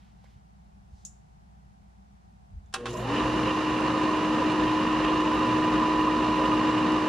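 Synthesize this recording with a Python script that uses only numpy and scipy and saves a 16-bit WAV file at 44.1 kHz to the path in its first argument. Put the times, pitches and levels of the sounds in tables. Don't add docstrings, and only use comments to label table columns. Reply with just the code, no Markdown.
import sys
import numpy as np
from scipy import signal
from scipy.fft import rfft, irfft, next_fast_len
from scipy.io import wavfile
from scipy.ndimage import uniform_filter1d

SR = 44100
rng = np.random.default_rng(int(sys.argv[2]) if len(sys.argv) > 2 else 0)


def put_to_file(sound):
    columns = np.atleast_2d(sound).T
    safe = np.clip(columns, -1, 1)
    whole_steps = np.round(safe * 32767)
    wavfile.write(sys.argv[1], SR, whole_steps.astype(np.int16))


N = 312228
TIME = np.arange(N) / SR
HZ = np.maximum(np.arange(N // 2 + 1) * SR / N, 1)
MAINS_HZ, ROTOR_SLOTS, BLADES = 60, 17, 6
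SWITCH_S = 2.739

# f/Hz, level/dB
ROOM_TONE = [(25, -23.5), (45, 2), (100, -1), (200, 0.5), (260, -17), (550, -26.5), (760, -15),
             (1050, -25.5), (2500, -32.5), (6000, -37), (10000, -43.5), (15000, -56.5)]
# f/Hz, level/dB
ROOM_DRONE = [(59.8, -58.5), (119, -77), (199, -66)]
# f/Hz, side minus mid/dB
ROOM_WIDTH = [(60, -14), (110, -2.5), (200, -3.5), (380, 3), (750, 9), (1290, 7), (2400, 1.5), (3500, -2.5),
              (6000, 1), (14000, -2)]
# f/Hz, side minus mid/dB
PUMP_WIDTH = [(50, -14.5), (110, -28), (200, -28), (380, -28), (600, -6), (800, -13), (1290, -8.5),
              (2400, -7.5), (3300, -17), (4400, -6.5), (7500, 0.5), (14000, 0.5)]
# f/Hz, left minus right/dB
PUMP_BALANCE = [(60, -1.5), (200, 0), (380, 2), (700, -3), (1290, -2), (2400, -2), (4400, -1), (7000, 0),
                (9500, -2.5), (12000, 0.5)]
# t/s, level/dB, length/s, centre f/Hz, width/octaves
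RUSTLES = [(0.02, -69.5, 0.13, 1900, 1.3), (0.243, -57, 0.004, 640, 0.58), (0.245, -65, .005, 2600, 1.3),
           (0.26, -67, .012, 1900, .35), (0.285, -70.5, 0.1, 2000, 1.4), (1.0, -71.5, 0.074, 4800, 0.71)]
# t/s, level/dB, length/s, centre f/Hz, width/octaves
BUMPS = [(0.365, -44.5, 0.009, 125, 0.5), (0.94, -48, 0.015, 65.4, 0.62), (2.52, -51, 0.015, 94.5, 0.62),
         (2.56, -39.5, 0.036, 54.5, 0.66), (2.64, -50, 0.066, 55, 0.67)]
# t/s, level/dB, ring f/Hz, t60/s
TICKS = [(1.0504, -38.5, 7000, 0.081), (2.6594, -69, 3520, 0.029), (2.882, -58, 6260, 0.05),
         (2.905, -48, 7300, 0.056), (2.9305, -46.5, 5230, .06), (2.9713, -44, 7150, 0.028)]
# f/Hz, level/dB
TICK_COLOUR = [(500, -16), (2200, -25), (2700, -10), (4500, -5.5), (6000, 9), (7200, 13.5), (8600, -4),
               (9400, -2.5), (10700, -7), (11600, -22), (13300, -14), (15500, -29)]
# t/s, level/dB, treble cut f/Hz, t60/s
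KNOCKS = [(2.727, -53, 14000, 0.091), (2.739, -25.5, 14200, 0.069), (2.7459, -33, 3500, 0.055),
          (2.757, -31, 1800, 0.046), (2.783, -41, 1800, 0.033), (2.804, -42, 1500, 0.03),
          (2.8561, -31, 2570, 0.13), (2.865, -34, 2000, 0.1), (4.517, -27.5, 1500, 0.022)]
# f/Hz, level/dB
KNOCK_COLOUR = [(100, -33), (450, -11.5), (800, -5.5), (1300, -1), (2100, -6.5), (3400, -3), (4400, -11.5),
                (6000, -11.5), (9500, -15), (11500, -28), (15500, -33)]
# f/Hz, level/dB, t60/s
KNOCK_MODES = [(780, -11, 0.11), (1084, 0, 0.063), (1260, -12, 0.075), (1438, -5, 0.083), (1624, -11, 0.13),
               (1866, -17, .08), (2370, -24, 0.1), (2643, -8, 0.1), (2950, -20, 0.072), (3345, -2.5, 0.037),
               (3450, -6, 0.033), (3820, -8, 0.064), (4215, -1, 0.027), (4720, -5.5, 0.041),
               (5420, -5, 0.04), (8800, -4, 0.028)]
# multiple of the mains, running level/dB, extra while starting/dB, build-up/s
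HUM_HARMONICS = [(1, -56.5, 10, 0.17), (2, -46.5, 9, 0.35), (4, -43, -2.5, .1), (6, -46.5, 3.5, 0.16),
                 (8, -56.5, 10.5, 0.1)]
# t/s, speed/(turns/s)
SHAFT_SPEED = [(2.77, 0), (2.96, 29.5), (3.04, 38), (3.1, 47), (3.14, 49.7), (3.21, 51.3), (3.4, 51.58),
               (4.4, 51.5), (5.15, 51.76), (6.2, 51.5)]
# multiple of the shaft speed, level/dB
SHAFT_ORDERS = [(1, -52), (2, -55), (6, -28.5), (17, -46.5), (23, -55)]
# multiple of the slot rate, multiple of the mains, level/dB
SLOT_TONES = [(1, 2, -33), (2, 2, -58), (3, -2, -57.5)]
# t/s, level/dB
WHINE_SWELL = [(3.2, -5.5), (4.3, -3), (5.0, -1), (5.6, 2), (6.1, 2.5), (7.08, -2.5)]
# t/s, level change/dB, length/s
WHINE_DIPS = [(3.607, -17, .025), (4.555, -12, .014), (5.007, -8, 0.022)]
# f/Hz, level/dB
CHURN_COLOUR = [(25, -36.5), (40, -21), (52, -3.5), (100, -10.5), (190, 1.5), (450, -0.5), (750, -7),
                (1400, -10.5), (2200, -16.5), (3400, -21), (5000, -27), (8000, -39), (14000, -74)]
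# f/Hz, width/Hz, level/dB
HOUSING_RESONANCES = [(262, 19, -6), (334, 24, -3), (450, 43, -2), (539, 53, 3.5), (579, 25, -20),
                      (635, 22, 4.5), (650, 14, -9.5), (1034, 180, 11), (1218, 94, 5), (1262, 44, 0.5),
                      (1823, 186, 6.5), (2250, 86, -5), (2396, 240, 4.5), (2640, 41, 1.5), (2850, 320, 12),
                      (3800, 290, 4.5), (4270, 84, 6), (4400, 89, -7.5)]
# f/Hz, level/dB
TANK_COLOUR = [(400, -70.5), (850, -23), (960, -2.5), (1020, 5), (1075, 11.5), (1140, 0.5), (1190, 11.5),
               (1235, 6), (1255, -8), (1450, -40), (3000, -92)]
# t/s, level/dB, length/s
GULPS = [(3.213, -36, 0.034), (3.513, -37, 0.017), (3.862, -32, .014), (3.95, -33, 0.019),
         (5.062, -26.5, 0.014), (5.136, -31.5, 0.019), (5.38, -32, 0.046), (5.827, -27.5, 0.013),
         (6.077, -25.5, 0.011), (6.529, -24.5, 0.012), (6.613, -26.5, 0.011), (6.974, -27.5, 0.015)]
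# f/Hz, level/dB
RATTLE_COLOUR = [(300, -5), (1500, -11), (3400, 4), (5000, 0.5), (6800, -0.5), (8400, -16), (10000, -5.5),
                 (11500, -20.5), (14000, -23.5), (15500, -45.5)]
# t/s, level/dB
CLICKS = [(3.1987, -37), (3.436, -35), (3.494, -32), (3.81, -29), (4.467, -35), (4.7155, -34), (4.735, -31),
          (5.049, -26), (5.207, -28), (5.393, -28), (5.585, -32), (6.246, -31), (6.457, -28), (6.732, -36),
          (6.921, -24)]
# t/s, level/dB
SPITS = [(3.402, -61), (5.345, -55), (5.388, -61), (5.458, -59), (5.702, -59), (6.01, -58), (6.356, -58),
         (6.41, -60), (6.468, -56), (6.542, -58)]
# t/s, level/dB, length/s, centre f/Hz, width/octaves
SPIN_UP_SWELLS = [(2.962, -41, .03, 1000, .08), (2.985, -58.5, .06, 9800, .42),
                  (2.995, -38.5, .05, 625, .08), (3.08, -39, .04, 840, .2), (3.05, -35, .02, 215, .12)]
# t/s, level/dB, length/s, centre f/Hz, width/octaves
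RATTLE_FLARES = [(3.177, -37, 0.016, 2770, .25), (3.497, -37, 0.014, 2700, 0.27),
                 (4.68, -40, 0.024, 2800, 0.22), (4.915, -41, 0.011, 2800, .25),
                 (5.05, -36.5, .012, 2500, .4), (5.085, -35, 0.015, 2800, .25)]


def from_db(db):
    return 10 ** (np.asarray(db) / 20)


def rms_one(x):
    return x / np.sqrt(np.mean(x ** 2) + 1e-20)


def in_time(points):
    return np.interp(TIME, *np.transpose(points))


def at_hz(points, hz):
    point_hz, point_db = np.transpose(points)
    return np.interp(np.log(hz), np.log(point_hz), point_db)


def drift(rate):
    hop, settle = 40, 2000
    pole = np.exp(-2 * np.pi * rate * hop / SR)
    noise = rng.standard_normal(N // hop + settle + 2)
    slow = signal.lfilter([1], [1, -2 * pole, pole * pole], noise)[settle:]
    return np.interp(np.arange(N) / hop, np.arange(len(slow)), rms_one(slow))


def pan(hz):
    return from_db(at_hz(PUMP_BALANCE, hz) * np.array([[.5], [-.5]]))


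def coloured(colour_db, drive=None, width=PUMP_WIDTH):
    drive = rng.standard_normal((2, N)) if drive is None else drive
    size = next_fast_len(N, True)
    hz = np.maximum(np.arange(size // 2 + 1) * SR / size, 1)
    mid, side = rfft(drive, size)
    stereo = mid + from_db(at_hz(width, hz)) * side * [[1], [-1]]
    place = pan(hz) if width is PUMP_WIDTH else 1
    spectrum = stereo * place * from_db(np.interp(hz, HZ, colour_db))
    return rms_one(irfft(spectrum, size)[:, :N])


def band_db(hz, octaves):
    return -20 * np.log10(1 + (np.log2(HZ / hz) / octaves) ** 4)


def tone(cycles):
    return np.sqrt(2) * np.sin(2 * np.pi * (cycles + rng.random()))


def dying(s, t60, rise_s=0.00045):
    age = np.maximum(TIME - s, 0)
    return np.minimum(age / rise_s, 1) * np.exp(-np.log(1000) * np.minimum(age / t60, 10))


def bell(s, length):
    return np.exp(-((TIME - s) / length) ** 2)


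def shaft():
    speed = in_time(SHAFT_SPEED)
    return speed, np.maximum(1 - speed / speed[-1], 0)


def starting_current(fades_s=3.48, release_s=0.06):
    return np.clip((fades_s - TIME) / release_s + .5, 0, 1)


def hose_air(fill_s=0.89):
    return np.exp(-np.maximum(TIME - SWITCH_S, 0) / fill_s)


def whine_swell_db():
    return in_time(WHINE_SWELL) + sum(db * bell(s, length) for s, db, length in WHINE_DIPS)


def housing_db():
    return sum(db * .5 ** ((2 * (HZ - hz) / width) ** 2) for hz, width, db in HOUSING_RESONANCES)


def garage(room_db=-56):
    drone = sum(from_db(db) * tone(hz * TIME) for hz, db in ROOM_DRONE)
    return from_db(room_db) * coloured(at_hz(ROOM_TONE, HZ), width=ROOM_WIDTH) + drone


def swells(rows):
    return sum(from_db(db) * bell(s, length) * coloured(band_db(hz, octaves))
               for s, db, length, hz, octaves in rows)


def ticks(ring_db=-9, ring_t60=0.21, ring_octaves=0.064, room_db=-16, room_t60=0.39):
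    out, snap = 0, coloured(at_hz(TICK_COLOUR, HZ))
    for s, db, hz, t60 in TICKS:
        ring = from_db(ring_db) * coloured(band_db(hz, ring_octaves)) * dying(s, ring_t60)
        decay = dying(s, t60) + from_db(room_db) * dying(s, room_t60)
        out = out + from_db(db) * (snap * decay + ring)
    return out


def knocks(ring_db=1, ring_builds_s=0.0058, room_db=-26, room_t60=0.54):
    out, age = 0, TIME[:SR // 2]
    for s, db, cut_hz, t60 in KNOCKS:
        decay = dying(s, t60) + from_db(room_db) * dying(s, room_t60)
        crack = coloured(at_hz(KNOCK_COLOUR, HZ)) * decay
        modes = sum(from_db(mode_db - 60 * age / mode_t60) * np.sin(2 * np.pi * (hz * age + rng.random()))
                    for hz, mode_db, mode_t60 in KNOCK_MODES)
        start, ring = int(s * SR), np.zeros(N)
        ring[start:start + len(age)] = from_db(ring_db) * np.minimum(age / ring_builds_s, 1) * modes
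        treble_cut = signal.butter(1, cut_hz, fs=SR, output="sos")
        out = out + from_db(db) * signal.sosfilt(treble_cut, crack + ring * pan([1000]))
    return out


def motor_hum(flutter_db=3.5):
    out = 0
    for multiple, db, extra_db, builds_s in HUM_HARMONICS:
        built = np.clip((TIME - SWITCH_S) / builds_s, 0, 1)
        level = from_db(db + extra_db * starting_current() + flutter_db * drift(5.2))
        out = out + built * level * tone(multiple * MAINS_HZ * TIME)
    return out


def frame_growl(level_db=-46.5, centre_hz=400, octaves=0.6, builds_s=0.08):
    pulses = tone(MAINS_HZ * TIME) ** 4
    built = np.clip((TIME - SWITCH_S) / builds_s, 0, 1)
    chatter = coloured(band_db(centre_hz, octaves), pulses * rng.standard_normal((2, N)))
    return from_db(level_db) * built * starting_current() * chatter


def rotor(impeller_db=1.5, impeller_rise_db=30, whine_rise_db=36, muffle_db=6.5, flutter_db=1):
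    speed, lacking = shaft()
    turns = np.cumsum(speed) / SR + 0.0013 * drift(8.5)
    sing_db = impeller_db - impeller_rise_db * lacking
    whine_db = whine_swell_db() - whine_rise_db * lacking
    out = 0
    for order, db in SHAFT_ORDERS:
        air_loss_db = muffle_db * hose_air() * (order == BLADES)
        level = from_db(db + sing_db - air_loss_db + flutter_db * drift(18))
        out = out + level * tone(order * turns) * pan([order * speed[-1]])
    for slot_multiple, mains_multiple, db in SLOT_TONES:
        order = slot_multiple * ROTOR_SLOTS
        whine = tone(order * turns + mains_multiple * MAINS_HZ * TIME)
        out = out + from_db(db + whine_db) * whine * pan([order * speed[-1]])
    return out * (TIME > SWITCH_S)


def churn(running_db=-28, rise_db=26.5, flutter_db=0.64, turn_depth=0.081):
    speed, lacking = shaft()
    surge = from_db(flutter_db * drift(16.7)) * (1 + turn_depth * tone(np.cumsum(speed) / SR))
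    level = from_db(running_db - rise_db * lacking) * (TIME > SWITCH_S)
    return level * surge * coloured(at_hz(CHURN_COLOUR, HZ) + housing_db())


def tank_ring(steady_db=-39.5, rise_db=40):
    _, lacking = shaft()
    steady = from_db(steady_db + whine_swell_db() - rise_db * lacking) * (TIME > SWITCH_S)
    gulps = sum(from_db(db) * bell(s, length) for s, db, length in GULPS)
    ring = coloured(at_hz(TANK_COLOUR, HZ))
    local_rms = np.sqrt(uniform_filter1d(np.mean(ring ** 2, axis=0), size=1100))
    return np.hypot(steady, gulps) * ring / local_rms


def rattle(base_db=-46.5, rise_db=25, calm_db=4.5, grains_per_s=8000, hiss=0.41, throb_depth=0.094,
           rub_db=-47.5, click_db=-8, click_t60=0.0065):
    speed, lacking = shaft()
    level = from_db(base_db - rise_db * lacking - calm_db * (1 - hose_air()))
    rub = from_db(rub_db) * bell(s=2.9, length=0.025)
    grains = (rng.random(N) < grains_per_s / SR) * rng.choice([-1, 1], (2, N))
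    beat = tone(BLADES * np.cumsum(speed) / SR - 2 * MAINS_HZ * TIME)
    drive = (grains + hiss * rng.standard_normal((2, N))) * (1 + throb_depth * beat)
    colour = at_hz(RATTLE_COLOUR, HZ) + housing_db()
    clicks = sum(from_db(db + click_db) * dying(s, click_t60) for s, db in CLICKS)
    return (level + rub) * (TIME > SWITCH_S) * coloured(colour, drive) + clicks * coloured(colour)


def spatter(level_db=-78, drops_per_s=220, clump_db=3, drop_t60=.012, spit_t60=.06):
    _, lacking = shaft()
    born = rng.random(N) < drops_per_s * from_db(clump_db * drift(3)) / SR
    sizes = born * np.minimum(rng.exponential(1, N), 3) * (1 - lacking)
    decay_per_sample = from_db(-60 / (drop_t60 * SR))
    bursts = signal.lfilter([1], [1, -decay_per_sample], sizes + 1e-18)
    spray = coloured(band_db(hz=9500, octaves=0.53), bursts * rng.standard_normal((2, N)))
    spits = sum(from_db(db) * dying(s, spit_t60) for s, db in SPITS)
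    return from_db(level_db) * spray + spits * coloured(band_db(hz=11000, octaves=0.3))


def scene():
    room = garage() + swells(RUSTLES) + swells(BUMPS)
    mechanism = ticks() + knocks() + motor_hum() + frame_growl() + rotor()
    tank = churn() + tank_ring() + rattle() + spatter()
    return room + mechanism + tank + swells(SPIN_UP_SWELLS) + swells(RATTLE_FLARES)


def record(dry, cutoff_hz=15600):
    return signal.sosfilt(signal.ellip(10, .1, 90, cutoff_hz, fs=SR, output="sos"), dry)


dry = scene()
out = record(dry)
put_to_file(out)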